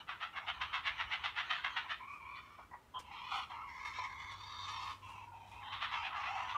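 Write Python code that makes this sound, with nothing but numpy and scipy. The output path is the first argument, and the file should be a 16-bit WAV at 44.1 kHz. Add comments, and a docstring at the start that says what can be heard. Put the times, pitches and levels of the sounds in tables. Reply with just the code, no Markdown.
"""A fast harsh "kek-kek-kek" opens, a softer sibling rasp between: heron chicks beg in a nest high in a pine.
It gives way to long hissing rasps and a few hollow yelps, then starts again.
Each voice is rough membrane pulses and air, or a wavering tone and noise, shaped by throat resonances.
Wings brush the foliage as grainy noise and the trees scatter the calls as echoes and a faint tail.
Underneath lie filtered-noise air, a distant rumble and the wavering hum of a far engine."""
import sys
import numpy as np
from scipy import signal
from scipy.fft import rfft, irfft
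from scipy.io import wavfile
from scipy.ndimage import uniform_filter1d, map_coordinates

SR = 44100
rng = np.random.default_rng(int(sys.argv[2]) if len(sys.argv) > 2 else 0)


def wrap_up_sound(samples):
    """Save the sound to the file named by the first command line argument, as 16-bit audio."""
    columns = np.atleast_2d(samples).T
    # keep every value between -1 and 1, then stretch to whole-number steps
    tamed = np.clip(columns, -1, 1)
    steps = np.round(tamed * 32767).astype(np.int16)
    wavfile.write(sys.argv[1], SR, steps)


N = 289737
T = np.arange(N) / SR  # time [s]

# one row a kek: (peak time [s], level [dB], rise [s], fall [s], beak resonance [Hz], brightness [dB/octave])
KEK_CALLS = [(0.104, -41, 0.022, 0.036, 1370, -2.5), (0.234, -39.5, 0.023, 0.03, 1380, -0.9),
             (0.38, -40, 0.019, 0.015, 1610, -1.5), (0.499, -36.5, 0.026, 0.018, 3130, -2),
             (0.622, -36, 0.013, 0.025, 1150, 0.5), (0.753, -35.5, 0.022, 0.032, 1220, 0.6),
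             (0.884, -34, 0.03, 0.021, 2050.0, 0.9), (1.016, -36.5, 0.029, 0.019, 2070, -1),
             (1.142, -35.5, 0.032, 0.022, 2200, 0.5), (1.259, -36, 0.022, 0.029, 1070, 2),
             (1.399, -36, 0.034, 0.029, 1580, 0.5), (1.513, -35, 0.015, 0.053, 1580, 0.8),
             (1.655, -36, 0.015, 0.029, 1780, -1.5), (1.773, -33.5, 0.0086, 0.024, 1590, 0.5),
             (1.919, -38.5, 0.026, 0.027, 1780, 0.5), (5.728, -43, 0.0055, 0.045, 1120.0, 3),
             (5.839, -37.5, 0.024, 0.034, 1270, 1.5), (5.954, -41, 0.036, 0.025, 1130, 0),
             (6.068, -39.5, 0.036, 0.02, 2600, -2), (6.179, -42, 0.071, 0.11, 1160, -6),
             (6.29, -43, 0.046, 0.013, 2580.0, -4.5), (6.384, -43.5, 0.017, 0.12, 1060, -5),
             (6.507, -43.5, 0.019, 0.028, 1140, 2.5)]
# wide-open throat of the keks, relative gain: (frequency [Hz], gain [dB])
KEK_THROAT_GAIN = [(500, -31), (700, 1.5), (1060, -3), (1300, -1), (1600, -5.5), (2050, 0), (2390, -7),
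                   (2650, -1), (3550, -6), (4750, -23.5), (5600, -31), (7700, -43.5), (11000, -48.5)]

# one row a drawn-out rasp: (start [s], end [s], level halfway [dB], growth [dB], lowest resonance at start [Hz],
# at end [Hz], second resonance halfway [Hz], its blur [0-1], beak band at half gape [dB],
# hiss at half gape [dB], gape at start [0-1], gape at end [0-1]); surges add to some of these
RASP_CALLS = [(1.995, 2.051, -49.5, -2.5, 1046, 1070, 2260, .02, -4.5, -32, 0, .05),
              (2.068, 2.173, -52, -6.5, 1130, 1176, 2370, 0.1, -0.5, -23, 0.12, 0.026),
              (2.191, 2.39, -53.5, 5.5, 1050, 1168, 2396, 0.18, -0.5, -30, 0.1, 0.25),
              (2.41, 2.64, -60.5, 1, 1164, 1210, 2310, 0.3, -5.5, -20, 0.37, .25),
              (2.997, 3.098, -60.5, 8, 1020, 976, 2740, .55, -2.5, -25, 0.25, 0.47),
              (3.1, 3.433, -51, -0.5, 1011, 1102, 2460, 0.77, -4.5, -24, .62, 0.69),
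              (3.493, 3.662, -48, -2, 968, 1145, 2140, 0.45, -6.5, -27, 0.57, 0.023),
              (3.665, 4.063, -52, 4, 1007, 1166, 2147, 0.12, 0, -14.5, 0.31, 0.37),
              (4.075, 4.324, -53.5, 1.5, 1044, 1066, 2106, 0.08, 0, -19.5, 0.37, 0.74),
              (4.3, 4.66, -53, 6.5, 1070, 1097, 2154, .3, -10.5, -20.5, 0.69, 0.9),
              (4.663, 4.922, -47, 2, 1080, 1097, 2250, 0.7, -6.5, -16.5, 0.8, 0.54),
              (5.016, 5.242, -54, 0.5, 1066, 970, 2650, 0.54, -4.5, -23, 0.2, 0.24),
              (5.318, 5.482, -56, -3.5, 923, 900, 2530, 0.17, -11.5, -28, 0.13, 0.55),
              (5.502, 5.625, -55, 1.5, 880, 977, 2530, 0.2, -5.5, -32, 0.66, 0.35),
              (5.614, 5.896, -51.5, 0.5, 960, 1074, 1970, 0.16, -8, -39, 0.82, 0.78),
              (5.905, 6.033, -44, 0.5, 1060, 1060, 2450, 0.86, -0.5, -16.5, 0.36, 0.4),
              (6.149, 6.574, -48.5, 2.5, 972, 1000, 2190, 0.75, -3.5, -19, 0.64, .15)]
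# a chick strains differently within a rasp: (start [s], end [s], extra effort [dB], extra gape [0-1],
# shift of the lowest resonance [Hz])
STRAIN_SURGES = [(2.344, 2.402, -2.5, 0.36, 2), (3.305, 3.394, 11, 0.04, 67), (3.847, 3.889, 3, 0.23, 30),
                 (3.926, 3.98, -1.5, 0.36, -5), (3.98, 4.072, 5, 0.05, -85), (4.177, 4.256, 1, 0.04, -3),
                 (6.28, 6.407, 5.5, 0, -19)]
# the neck stretches and draws back, sliding the upper resonances:
# (time [s], third resonance [Hz], fourth [Hz], fifth [Hz])
NECK_RESONANCES = [(2.0, 3080, 4100, 5300), (2.39, 3490, 4300, 5500), (3.06, 3180, 4020, 5030),
                   (3.38, 3420, 4270, 5540), (3.62, 3100, 4030, 5330), (3.83, 3650, 4500, 5500),
                   (4.04, 3570, 3960, 5540), (4.24, 3480, 4540, 6080), (4.36, 3520, 4380, 5700),
                   (4.48, 3660, 4720, 5750), (4.68, 3614, 4510, 5870), (4.92, 3670, 4500, 4920),
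                   (5.1, 3200, 3930, 6100), (5.76, 3064, 3790, 5150), (6.1, 3125, 3980, 4930),
                   (6.57, 3180, 4680, 6200)]

# soft rasps of a sibling: (start [s], end [s], level [dB])
SIBLING_CALLS = [(-.05, -0.005, -44.5), (0.326, 0.45, -52), (0.53, 0.785, -52.5), (0.897, 1.28, -52.5),
                 (1.44, 1.596, -51.5), (1.688, 1.867, -50.5)]
# the sibling's throat resonances before drift: (centre [Hz], width of one filter stage [Hz], relative level [dB])
SIBLING_RESONANCES = [(1033, 490, 9), (1283, 800, 8), (1800, 350, 0.5), (2390, 520, 3.5), (3000, 510, 2.5),
                      (3840, 1300, -3.5), (5980, 1400, -16)]

# hollow yelps: (peak time [s], level [dB], rise before a 1.26 stretch [s], fall [s], pitch at the peak [Hz],
# overtone at the peak [Hz], overtone relative to the pitch [dB], roughness [0-1])
YELP_CALLS = [(2.592, -46, 0.0037, 0.013, 966, 2270, -21, 0.65),
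              (2.718, -53.5, .006, 0.018, 960, 1890, -10, 0.4),
              (2.742, -45.5, 0.0078, 0.018, 985, 1954, -8.5, 0.34),
              (2.976, -42.5, 0.025, 0.017, 1009, 3150, -6.5, 0.38),
              (3.993, -40, 0.0079, 0.013, 983, 2160, -21, 0.4),
              (5.281, -51.5, 0.0065, 0.035, 950, 1420, -19, 0),
              (5.324, -49.5, 0.0045, 0.019, 900, 1386, -14, 0.1),
              (6.562, -36.5, 0.012, .03, 1193, 2950, -21, 0.34)]

# wings brushing twigs and leaves: (peak time [s], level [dB], rise [s], fall [s])
WING_BRUSHES = [(2.15, -72, 0.035, .03), (2.999, -55.5, 0.011, 0.016), (3.38, -62.5, 0.07, .06),
                (3.87, -63.5, 0.023, 0.046), (4.323, -62, .006, 0.0065), (4.72, -64, 0.026, 0.055),
                (4.89, -63, 0.075, 0.074), (5.12, -68, 0.069, 0.063), (5.52, -69.5, 0.065, 0.17)]
# colour of the rustling leaves, relative gain: (frequency [Hz], gain [dB])
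LEAF_GAIN = [(1500, 7), (3500, 2), (6000, 2), (9000, -2.5), (15000, -15)]

# how long the trees ring: (frequency [Hz], time to fall 60 dB [s])
WOODS_DECAY = [(300, 0.45), (1000, 0.48), (3000, 0.57), (8000, 0.37)]

# colour of the outdoor air, relative gain: (frequency [Hz], gain [dB])
AIR_GAIN = [(20, -43), (40, -15), (65, 2.5), (100, -1), (150, -5), (300, -7.5), (500, -11.5), (1000, -10.5),
            (2000, -15.5), (4500, -25.5), (8000, -29), (10500, -32), (15500, -32.5)]
# distant rumble: (time [s], level before trim and lumps [dB])
RUMBLE_LEVEL = [(0, -70), (.42, -77), (.53, -59), (.7, -63.5), (1.4, -67), (1.65, -73), (3.2, -67.5),
                (4.15, -64.5), (4.9, -67), (6.57, -67.5)]
# hum of a far engine: (time [s], level before wavering [dB])
HUM_LEVEL = [(0, -85), (3.6, -79), (4.1, -65.5), (5.0, -63), (5.7, -64.5), (6.1, -77), (6.57, -65)]

RASP_ATTACK_S, RASP_RELEASE_S = 0.023, 0.023
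SURGE_ATTACK_S, SURGE_RELEASE_S = 0.015, 0.02
# what an opening beak does, from shut to wide open
EDGE_SHUT_DB, EDGE_OPENING_DB, BEAK_OPENING_DB, HISS_OPENING_DB = -27.5, 30, 6, 14.5
SPREAD_SHUT_HZ, SPREAD_OPENING_HZ, SPREAD_STRAIN_HZ = 88, 106, 64  # gap between the lowest pair of resonances
STRAIN_DULLING_DB = -3.5  # straining feeds the lowest resonances more than the upper ones
SECOND_GLIDE = 0.57  # how much of the lowest resonance's glide the second follows (exponent)
WHINE_DB, WHINE_WIDTH_HZ = 2, 180  # a relaxed, nearly shut beak narrows the rasp to a whine
EDGE_HZ = 15700  # upper band limit


def keks(beak_db=6, beak_width_hz=300, pulse_hz=235, spit_db=-30):
    """Short rattling bursts through a wide-open throat, each with its own beak resonance."""
    source = syrinx(pulse_hz, jitter=.22, uneven_db=3, air=.6)
    source = windpipe(source, 560 * np.exp(.15 * wander(9)), echo=.45)
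    throat = colour(source, lambda hz: read(KEK_THROAT_GAIN, hz))
    drive = band(throat, 853, 11700, order=4)
    spit = steady(formant(source, 5750, 1300))
    out = np.zeros(N)
    for s, db, rise, fall, beak_hz, bright in KEK_CALLS:
        def beak_gain(hz):
            """A beak peak on a spectral tilt, in dB."""
            peak = beak_db / (1 + ((hz - beak_hz) / beak_width_hz) ** 2)
            return peak + bright * np.log2(np.clip(hz, 900, 3800) / beak_hz)

        near = (T > s - .1) & (T < s + .2)
        voice = steady(colour(drive[near], beak_gain))
        force = swell(T[near] - s, rise, fall)
        # spit carries force twice, so it shows mainly at full force; brighter keks spit more
        out[near] += amp(db) * force * (voice + amp(spit_db + bright) * force * spit[near])
    return out


def rasp(flutter_db=1, croak_db=-3, pulse_hz=300):
    """A hoarse hiss through gliding resonances; effort adds a croak underneath, an open beak brightens it."""
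    effort, first, second, blur, beak, hiss, gape = gestures()
    third, fourth, fifth = curves(NECK_RESONANCES)
    source = syrinx(pulse_hz, jitter=.3, uneven_db=3, air=.7)
    drive = windpipe(source, third / 7 * (1 + .025 * wander(12)), echo=.58)
    strain = np.clip((effort + 52) / 12, 0, 1)  # starts at -52 dB, full at -40 dB

    # lowest pair of resonances, with whine and croak
    spread = SPREAD_SHUT_HZ + SPREAD_OPENING_HZ * gape + SPREAD_STRAIN_HZ * strain
    pair = formant(source, first - spread / 2, 276) + 0.88 * formant(drive, first + spread / 2, 418)
    whine = amp(WHINE_DB) * (1 - gape) * (1 - strain) * formant(source, first, WHINE_WIDTH_HZ)
    croak = amp(croak_db) * strain * formant(source, 824, 210)
    low = steady(pair + whine + croak)

    # beak band: clear or blurred, with a lower companion as the beak opens
    clear = formant(source, second, 420)
    blurred = unit(band(resonate(drive, second, 3000), 2080, 3240, order=4))
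    companion = formant(source, 0.7925 * second, 440)
    middle = steady((1 - blur) * clear + blur * blurred + 0.55 * gape * companion)

    # bright edge and hiss
    upper = steady(formant(drive, third, 1020) + .5 * formant(source, fourth, 610))
    wide_hiss = unit(band(formant(drive, fifth, 4940), 2200, 14000))
    top = steady(0.85 * formant(source, fifth, 640) + wide_hiss)

    overtones = ((middle, beak + BEAK_OPENING_DB * (gape - .5)),
                 (upper, EDGE_SHUT_DB + EDGE_OPENING_DB * gape),
                 (top, hiss + HISS_OPENING_DB * (gape - .5)))
    bright = sum(part * amp(db + flutter_db * wander(32) / 2) for part, db in overtones)
    voice = low + amp(STRAIN_DULLING_DB * strain) * bright
    return voice * amp(effort + flutter_db * wander(30))


def gestures():
    """Each rasp grows, glides and moves the beak evenly; the throat blends smoothly from rasp to rasp."""
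    power, weights, shape = 0, 0, 0
    for (start, end, db, growth_db, from_hz, to_hz, second, blur, beak, hiss,
         gape_from, gape_to) in RASP_CALLS:
        along = np.clip((T - start) / (end - start), 0, 1)
        weight = hold(start, end, RASP_ATTACK_S, RASP_RELEASE_S) ** 2 + 1e-20
        first = from_hz + (to_hz - from_hz) * along
        glide = (2 * first / (from_hz + to_hz)) ** SECOND_GLIDE
        gape = gape_from + (gape_to - gape_from) * along
        power = power + weight * amp(db + growth_db * (along - .5)) ** 2
        pose = first, second * glide, blur, beak, hiss, gape
        shape = shape + np.array([weight * p for p in pose])
        weights = weights + weight
    effort = 10 * np.log10(power)
    first, second, blur, beak, hiss, gape = shape / weights
    for start, end, extra_db, wider, shift_hz in STRAIN_SURGES:
        push = hold(start, end, SURGE_ATTACK_S, SURGE_RELEASE_S)
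        effort = effort + extra_db * push
        first = first + shift_hz * push
        gape = gape + wider * push
        blur = blur + wider * push / 2
    return effort, first, second, np.clip(blur, 0, 1), beak, hiss, np.clip(gape, 0, 1)


def sibling(attack_s=0.014, release_s=0.019):
    """A softer rasp: rough pulses and air through throat resonances that drift together."""
    drive = syrinx(pulse_hz=296.0, jitter=.3, uneven_db=3, air=0.9)
    drift = 1 + 0.042 * wander(4)
    voice = sum(amp(db) * formant(drive, hz * drift, width, flutter_db=3)
                for hz, width, db in SIBLING_RESONANCES)
    level = sum(amp(db) * hold(start, end, attack_s, release_s) for start, end, db in SIBLING_CALLS)
    return steady(voice) * level


def yelps(waver=0.0249, width_hz=750, sag=.6):
    """A wavering, sagging note with one strong overtone, edged with hoarse noise."""
    out = np.zeros(N)
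    bend = waver * wander(93.8)
    air = rng.standard_normal(N)
    for s, db, rise, fall, hz, over_hz, over_db, rough in YELP_CALLS:
        opening = np.clip((T - s + 1.55 * rise) / 0.0044, 0, 1)  # the note catches abruptly
        envelope = opening * swell(T - s, 1.26 * rise, fall)
        glide = hz * (bend - sag * np.clip(T - s, -.1, .1))  # same shift in Hz for note and overtone
        for f, gain in ((hz, 1), (over_hz, amp(over_db))):
            line = np.sqrt(2) * np.sin(2 * np.pi * np.cumsum(f + glide) / SR)
            hoarse = unit(resonate(air, f, width_hz, order=4))
            out += amp(db) * gain * unit((1 - rough) * line + rough * hoarse) * envelope
    return out


def wings():
    """Feathers sweep over leaves in grainy swishes: noise with a fast random level, coloured."""
    grains = rng.standard_normal(N) * amp(3.5 * wander(550))
    rustle = unit(colour(grains, lambda hz: read(LEAF_GAIN, hz)))
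    return rustle * sum(amp(db) * swell(T - s, rise, fall) for s, db, rise, fall in WING_BRUSHES)


def woods(x, wet_db=-17, twigs_db=-9):
    """Near branches give a few quick echoes, the trees around a faint tail that decays by frequency."""
    t = np.arange(SR // 2) / SR
    taps = rng.standard_normal(len(t)) * (rng.random(len(t)) < 2000 / SR) * (t > .012)
    hz, s, z = signal.stft(taps, SR, nperseg=256)
    decay = amp(-60 * s / read(WOODS_DECAY, hz)[:, None])
    tail = signal.istft(z * decay, SR, nperseg=256)[1]
    echo = amp(wet_db) * tail / np.linalg.norm(tail)
    at = rng.uniform(0.001955, .014, size=8)  # branch delays [s]
    echo[(at * SR).astype(int)] += amp(twigs_db) * rng.choice([-1, 1], len(at)) / np.sqrt(len(at))
    return x + signal.fftconvolve(x, echo)[:N]


def background(air_db=-66, rumble_db=-1, lumps_db=2):
    """Still outdoor air and a lumpy low rumble from filtered noise; a far engine as a wavering sine."""
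    air = amp(air_db) * unit(colour(rng.standard_normal(N), lambda hz: read(AIR_GAIN, hz)))
    rumble_level = amp(curves(RUMBLE_LEVEL)[0] + rumble_db + lumps_db * wander(28))
    rumble = rumble_level * unit(band(rng.standard_normal(N), 50.7, 90, order=2))
    hum = np.sqrt(2) * np.sin(2 * np.pi * np.cumsum(98 + 0.9 * wander(5.9)) / SR)
    return air + rumble + hum * amp(curves(HUM_LEVEL)[0] + 2 * wander(4.2))


def syrinx(pulse_hz, jitter, uneven_db, air):
    """Irregular slaps of the membranes, mixed with turbulent air."""
    turns = np.cumsum(pulse_hz * np.exp(jitter * wander(pulse_hz / 2))) / SR
    strength = amp(uneven_db * np.clip(rng.standard_normal(N), -2, 1))
    slaps = np.diff(np.floor(turns), prepend=0) * strength  # one slap per whole turn
    return unit(air * rng.standard_normal(N) - unit(slaps))


def windpipe(x, spacing_hz, echo):
    """Sound runs up and down the long neck: a ladder of resonances that slides as it stretches."""
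    trip, at = SR / spacing_hz, np.arange(N)  # round trip [samples]
    echo = np.clip(echo, 0, .8)
    return unit(sum(echo ** k * map_coordinates(x, [at - k * trip], order=3) for k in range(4)))


def formant(drive, hz, width_hz, flutter_db=2):
    """One steep throat resonance that quivers in pitch and strength."""
    ring = resonate(drive, hz * (1 + .014 * wander(22)), width_hz, order=5)
    return unit(ring * amp(flutter_db * wander(18)))


def resonate(x, hz, width_hz, order=2):
    """A steep resonance of gain 1 that follows hz; width_hz is that of one filter stage."""
    turn = np.exp(2j * np.pi * np.cumsum(hz * np.ones(N)) / SR)
    r = np.exp(-np.pi * width_hz / SR)
    z = x / turn  # shift hz down to zero, smooth there, shift back
    for _ in range(order):
        z = signal.lfilter([1 - r], [1, -r], z)
    return 2 * (turn * z).real


def swell(t, rise, fall):
    """A rounded rise from a firm start to t = 0, then an exponential fall."""
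    return np.exp(-np.where(t < 0, abs(t / rise) ** 2.5, t / fall))


def hold(start, end, attack_s, release_s):
    """Smooth attack, level hold, exponential release."""
    rise = np.sin(np.pi / 2 * np.clip((T - start) / attack_s, 0, 1))
    return rise * np.exp(-np.clip((T - end) / release_s, 0, 20))


def steady(x):
    """Holds the rms at 1 over some 30 ms, keeping the faster grain."""
    return x / np.sqrt(uniform_filter1d(x ** 2, size=1400) + 1e-20)


def wander(hz):
    """Slow random curve of rms 1, from noise smoothed above about hz."""
    smoothing = np.exp(-(np.fft.rfftfreq(N, 1 / SR) / hz) ** 2)
    return unit(irfft(rfft(rng.standard_normal(N)) * smoothing, N))


def colour(x, gain_db):
    """Causal minimum-phase filter with the gain gain_db(hz)."""
    hz = abs(np.fft.fftfreq(4096, 1 / SR))
    log_gain = np.log(amp(np.maximum(gain_db(hz), -90)))
    taps = np.fft.ifft(np.exp(np.conj(signal.hilbert(log_gain)))).real
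    return signal.oaconvolve(x, taps[:len(taps) // 2])[:len(x)]


def band(x, lo_hz, hi_hz, order=3):
    """Band-pass."""
    edges = [lo_hz, min(hi_hz, SR / 2 - 1)]
    return signal.sosfilt(signal.butter(order, edges, "band", fs=SR, output="sos"), x)


def read(points, hz):
    """Reads a spectrum table on a log-frequency axis."""
    f, value = np.transpose(points)
    return np.interp(np.log(hz + 1), np.log(f + 1), value)


def curves(rows):
    """Each column of a table after the time, sample by sample."""
    s, *columns = np.transpose(rows)
    return [np.interp(T, s, c) for c in columns]


def amp(db):
    """Decibels to gain."""
    return 10 ** (np.asarray(db) / 20)


def unit(x):
    """Scales to rms 1."""
    return x / np.sqrt(np.mean(x ** 2) + 1e-20)


def scene():
    """Chicks and wings scattered by the trees, over the background; one channel."""
    nest = keks() + rasp() + sibling() + yelps() + wings()
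    return (woods(nest) + background())[None]


def record(dry):
    """The recorder's band limit, after 2 ms fades at both ends."""
    edges = np.clip(np.minimum(T, T[-1] - T) / .002, 0, 1)
    low_pass = signal.firwin(511, EDGE_HZ, window=("kaiser", 9), fs=SR)
    return signal.oaconvolve(dry * edges, low_pass[None], "same")


dry = scene()
out = record(dry)
wrap_up_sound(out)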